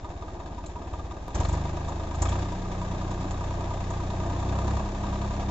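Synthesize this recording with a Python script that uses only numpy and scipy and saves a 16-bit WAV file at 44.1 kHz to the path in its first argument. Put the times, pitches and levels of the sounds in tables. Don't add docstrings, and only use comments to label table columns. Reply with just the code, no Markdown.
import sys
import numpy as np
from scipy import signal
from scipy.fft import rfft, irfft
from scipy.io import wavfile
from scipy.ndimage import uniform_filter1d

SR = 44100
rng = np.random.default_rng(int(sys.argv[2]) if len(sys.argv) > 2 else 0)


def put_to_file(sound):
    columns = np.atleast_2d(sound).T
    safe = np.clip(columns, -1, 1)
    whole_steps = np.round(safe * 32767)
    wavfile.write(sys.argv[1], SR, whole_steps.astype(np.int16))


def undo_db(level):
    steps = np.asarray(level, float) / 20
    return 10 ** steps


N = 242796
T = np.arange(N) / SR

# time_s, firing_rate_hz
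SPEED = [(0.0, 16.91), (0.78, 16.72), (1.22, 17.71), (1.36, 19.71), (1.5, 24.02), (1.57, 25.4),
         (1.9, 26.54), (2.19, 26.42), (2.26, 29.59), (2.44, 31.0), (2.71, 30.42), (3.72, 30.2),
         (4.38, 30.62), (4.78, 33.84), (5.0, 33.31), (5.51, 33.27)]
# time_s, level_db
FUEL = [(0, -50), (.05, -41), (.84, -40), (.93, -34.5), (1.22, -40.5), (1.32, -41.5), (1.36, -26.5),
        (1.55, -26), (1.64, -31.5), (2.12, -35.5), (2.22, -25.5), (2.4, -28.5), (2.58, -38.5),
        (2.78, -33.5), (4.15, -32.5), (4.74, -26), (4.93, -37), (5.05, -31)]
# start_s, strength (0-1)
STABS = [
    (1.345, 1),
    (2.217, 0.64),
]
# centre_hz, width_hz, level_db
STACK_MODES = [(60, 55, 1.5), (80.2, 34, 0), (117.9, 20, -8), (149.3, 27.6, -6.5), (316, 71, -12)]
THUMP_CYLINDER_DB = [0.3, 1, -1]
# firing_rate_hz, level_db
PIPE_BOOM = [(17, 2.5), (26, -3), (30.5, -3.5), (33.5, 3.5)]
# frequency_hz, density_db
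RASP = [(200, -26.0), (500, 5), (1200, 8.5), (1500, -5.0), (3000, -13), (4300, -18), (5000, -25),
        (7300, -8.5), (8300, -46.0)]
# centre_hz, width_hz, cylinder_1_db, cylinder_2_db, cylinder_3_db
BLOCK_MODES = [(673.6, 81, -10.5, 1.5, 2), (965.5, 42.8, -9, 6.5, -7), (1206.3, 66, -22, 0.5, 0),
               (1616, 81, -23.5, -24, -12), (2638, 150, -22, -19, -17), (3660, 84, -21.5, -14, -17),
               (4400, 250, -35, -37.5, -27)]
GAS_CYLINDER_DB = [-4, 3, -1]
# frequency_hz, density_db
GAS_SPECTRUM = [(760, -42.5), (1300, -4), (1430, -15), (1570, -0.5), (2100, -7), (2570, -7), (3000, -11.5),
                (3680, -6.5), (4000, -11.5), (4750, -12.5), (7330, -11.5), (7920, -25), (8110, -51),
                (8300, -64.5), (10800, -89), (18300, -120)]
# multiple_of_firing_rate, level_db (at 30 firings/s), slope_db (per decade of speed)
INTAKE_TONES = [(1, -35, 50), (2, -52, -24)]
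# centre_s, half_length_s, level_db
BELT_LULLS = [
    (2.104, 0.2, -6.5),
    (3.91, .3, -10),
]
# frequency_hz, density_db
GEAR_SPECTRUM = [(59, -12), (100, -9), (150, -9.5), (200, -9.5), (231, -12.5), (336, -7.5), (451, -16.5),
                 (649, -11.5), (777, -13.5), (964, -15.5), (1100, -20), (1220, -20.5), (1400, -32),
                 (1500, -23), (1950, -70.5), (3300, -120)]
# peak_s, peak_db, pitch_hz
RATTLES = [(0.6617, -38, 7170), (1.349, -32, 6310), (1.4007, -36, 6600), (1.4407, -42, 7150),
           (1.487, -38.5, 7300), (1.5276, -37, 7000), (1.887, -40, 6850), (2.1508, -43, 7140),
           (2.2202, -23, 7140), (2.2894, -35, 7140), (3.1093, -48, 7300), (3.3075, -41, 6950),
           (3.903, -41, 6570), (4.3973, -44, 6840)]
# centre_hz, width_hz, level_db
TIN_MODES = [(5650, 250, -14), (6100, 150, -15), (6700, 200, -2), (6900, 90, -2), (7300, 200, -4)]
# start_s, peak_db, pitch_hz
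CLANKS = [(0.6624, -47, 4100), (1.4496, -39, 4180), (1.6197, -49, 3650), (1.6566, -48, 3650),
          (1.849, -51, 3500), (1.884, -49, 3700), (1.9294, -48, 3660), (2.286, -36, 3300),
          (2.319, -37, 3420), (2.4199, -59, 3720), (3.2445, -45, 3720), (3.3438, -42, 3660)]
# frequency_hz, density_db
RUMBLE_SPECTRUM = [(15, -16), (25, -8), (50, 7.5), (80, -8), (130, -36), (300, -66.5)]
# frequency_hz, level_db
SCATTER = [(60, -62.5), (125, -25.5), (250, -20), (500, -2.5), (1000, -7), (2000, 6.5), (4000, 0.5),
           (6000, 10.5), (7500, 2)]
# frequency_hz, phase_rad
PORT_PHASE = [(40, 0), (780, -.1), (1290, -1), (1550, -4.6), (2240, -11.2), (4220, -12.3), (4570, -13.9),
              (5600, -23.2), (8100, -25.1)]
# frequency_hz, level_db
PORT_DB = [(180, 0), (310, 1.5), (520, -.5), (900, .8), (1550, 1), (2670, 2.3), (4590, 2), (7900, 1.4)]

KNOCK_LAW = -43, 0.39, 2, -1
GAS_LAW = -50.5, 0.24, 6, 10
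FAN_LAW = -41, 0, 18, -3
GEAR_LAW = -38.5, 0.2933, 3, 3
CRUISE_DB, CRUISE_HZ = -33, 30
THUMP_LEAD, KNOCK_LEAD, INTAKE_LEAD = .25, .24, .25
CUT_S, CUT_FIRINGS = 1.2822, .53


def exhaust(times, cylinder, chance, fuel_db, hz, boom_db):
    stack_lead_s = .010
    pulses = clicks(times - stack_lead_s, undo_db(np.array(THUMP_CYLINDER_DB)[cylinder] + .5 * chance))
    slow = push_pulse(pulses, .010)
    fast = push_pulse(pulses, .005)
    push = slow + np.clip((hz - 18) / 3, 0, 1) * (fast - slow)
    modes = [undo_db(db) * ring(ring(push, f, width), f, width) for f, width, db in STACK_MODES]
    thump = undo_db(boom_db) * modes[0] + sum(modes[1:])
    loud = np.sqrt(uniform_filter1d(thump ** 2, size=SR // 8) + 1e-18)
    return thump / loud * undo_db(fuel_db + 1.06)


def blast(times, fuel_db, surge):
    sizes = undo_db(2 * rng.standard_normal(len(times)))
    tear = unit(fade(clicks(times - .003, sizes), .002, .007))
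    return tear * coloured(RASP) * undo_db(0.98 * (fuel_db + 25) + 7.5 * surge - 43)


def block(times, cylinder, knock_db):
    out = 0
    for hz, width, *db in BLOCK_MODES:
        blows = clicks(times, undo_db(np.array(db)[cylinder] + 1.1 * rng.standard_normal(len(times))))
        rough = .04 * fade(blows, .002, .005) * rng.standard_normal(N)
        passed = ring(blows + rough, hz, width)
        out = out + ring(passed, hz, 0.99 * width) / np.sqrt(width / 30)
    return out / np.sqrt(uniform_filter1d(out ** 2, size=SR // 2)) * undo_db(knock_db - 1.0)


def gas(times, cylinder, chance, gas_db, hz):
    puff = fade(clicks(times, undo_db(np.array(GAS_CYLINDER_DB)[cylinder] + 2.5 * chance)), .002, .009)
    place, luck = rng.random((600, 2)).T
    valves = fade(clicks(place * N / SR, undo_db(-1.5 * np.log(luck))), .0005, .003)
    rush = .9 * undo_db(-1.2 * np.maximum(gas_db + 50, 0)) * (hz / CRUISE_HZ) ** .8
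    gate = rush + 0.25 * unit(puff) + 0.2 * unit(valves)
    gate = gate / np.sqrt(uniform_filter1d(gate ** 2, size=SR // 8))
    return gate * coloured(GAS_SPECTRUM) * undo_db(gas_db + 2.0)


def intake(firings, hz):
    out = 0
    for multiple, db, slope_db in INTAKE_TONES:
        level = undo_db(db + slope_db * np.log10(hz / 30))
        out = out + level * np.sqrt(2) * np.cos(2 * np.pi * multiple * (firings + INTAKE_LEAD))
    return out


def fan(firings, fan_db):
    blades_per_firing = 6.027
    lull_db = sum(db * np.exp(-((T - s) / length) ** 2) for s, length, db in BELT_LULLS)
    level = undo_db(fan_db + lull_db + 0.5 * walk(8.3))
    return level * np.sqrt(2) * np.sin(2 * np.pi * blades_per_firing * firings)


def gear(times, chance, gear_db):
    shake = unit(fade(clicks(times, undo_db(1.7 * chance)), 0.0029, 0.016))
    rough = (1.6 + 0.25 * shake) * undo_db(0.89 * walk(25)) * coloured(GEAR_SPECTRUM)
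    return unit(rough) * undo_db(gear_db + 2.0)


def rattles():
    out, t = np.zeros(N), np.arange(6000) / SR
    for s, db, hz in RATTLES:
        at = int((s - .003) * SR)
        chatter = (1 - np.exp(-t / .004)) ** 2 * (np.exp(-t / .004) + .12 * np.exp(-t / .022))
        burst = rng.standard_normal(len(t)) * chatter
        sound = ring(burst, hz, 600) + sum(undo_db(d + 1.5) * ring(burst, f, w) for f, w, d in TIN_MODES)
        out[at:at + len(t)] += sound / np.abs(sound).max() * undo_db(db + 1.5)
    for s, db, hz in CLANKS:
        at = int((s - .001) * SR)
        blow = rng.standard_normal(len(t)) * np.exp(-t / .003)
        sound = ring(ring(blow, hz, 250), hz, 300)
        out[at:at + len(t)] += sound / np.abs(sound).max() * undo_db(db)
    return out


def rumble(fuel_db):
    return coloured(RUMBLE_SPECTRUM) * undo_db(.4 * fuel_db - 35)


def law(rule, fuel_db, hz, surge):
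    db, per_fuel, per_octave, per_stab = rule
    return db + per_fuel * (fuel_db - CRUISE_DB) + per_octave * np.log2(hz / CRUISE_HZ) + per_stab * surge


def ports(x):
    skew = undo_db(along_hz(PORT_DB) / 2) * np.exp(1j * along_hz(PORT_PHASE) / 2)
    return irfft(rfft(x) * np.array([skew, 1 / skew]), N)


def coloured(table):
    shared, *own = rfft(rng.standard_normal((3, N)))
    apart = undo_db(along_hz(SCATTER))
    mixed = (shared + apart * np.array(own)) / np.sqrt(1 + apart ** 2)
    return unit(irfft(mixed * undo_db(along_hz(table)), N))


def along_hz(table):
    hz, value = np.transpose(table)
    return np.interp(np.log(np.fft.rfftfreq(N, 1 / SR) + 1), np.log(hz + 1), value)


def ring(x, hz, width):
    return signal.lfilter(*signal.iirpeak(hz, hz / width, fs=SR), x)


def clicks(times, sizes):
    at = np.round(times * SR).astype(int)
    inside = (at >= 0) & (at < N)
    return np.bincount(at[inside], sizes[inside], N)


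def push_pulse(pulses, length_s):
    return signal.fftconvolve(pulses, np.hanning(int(length_s * SR)) / length_s)[:N]


def fade(x, rise_s, fall_s):
    t = np.arange(int(.15 * SR)) / SR
    return signal.fftconvolve(x, (1 - np.exp(-t / rise_s)) * np.exp(-t / fall_s))[:N]


def walk(rate):
    k = int(SR / rate)
    held = np.repeat(rng.standard_normal(N // k + 1), k)
    return unit(uniform_filter1d(held, k)[:N])


def unit(x):
    return x / np.sqrt(np.mean(x ** 2))


def scene():
    hz = np.interp(T, *np.transpose(SPEED))
    firings = .03 + np.cumsum(hz) / SR + CUT_FIRINGS * (T > CUT_S)
    count = np.arange(int(firings[-1]) + 2)
    cylinder = count % 3
    thumps = np.interp(count - THUMP_LEAD, firings, T, left=-1, right=N)
    knocks = np.interp(count - KNOCK_LEAD, firings, T, left=-1, right=N)
    chance = rng.standard_normal((3, len(count)))

    fuel_db = np.interp(T, *np.transpose(FUEL))
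    surge_rise_s, surge_fall_s = .005, .13
    surge = 0
    for s, strength in STABS:
        t = np.maximum(T - s, 0)
        surge = surge + strength * (1 - np.exp(-t / surge_rise_s)) * np.exp(-t / surge_fall_s)
    knock_db = law(KNOCK_LAW, fuel_db, hz, surge)
    gas_db = law(GAS_LAW, fuel_db, hz, surge)
    fan_db = law(FAN_LAW, fuel_db, hz, surge)
    gear_db = law(GEAR_LAW, fuel_db, hz, surge)
    boom_db = np.interp(hz, *np.transpose(PIPE_BOOM)) + 0.64 * np.maximum(fuel_db - CRUISE_DB, 0)

    mix = exhaust(thumps, cylinder, chance[0], fuel_db, hz, boom_db)
    mix = mix + blast(thumps, fuel_db, surge)
    mix = mix + block(knocks, cylinder, knock_db)
    mix = mix + gas(knocks, cylinder, chance[2], gas_db, hz)
    mix = mix + intake(firings, hz) + fan(firings, fan_db)
    mix = mix + gear(knocks, chance[1], gear_db)
    mix = mix + rattles() + rumble(fuel_db)
    return ports(mix)


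def top_cut(x):
    return signal.sosfilt(signal.butter(12, 16000, fs=SR, output="sos"), x)


def record(dry):
    low_pass = signal.ellip(12, .2, 90, 7803, fs=SR, output="sos")
    limited = signal.sosfilt(low_pass, dry)
    step = -0.034 * (T > CUT_S) * np.exp(-np.abs(T - CUT_S) / 0.004)
    return top_cut(limited + step)


dry = scene()
out = record(dry)
put_to_file(out)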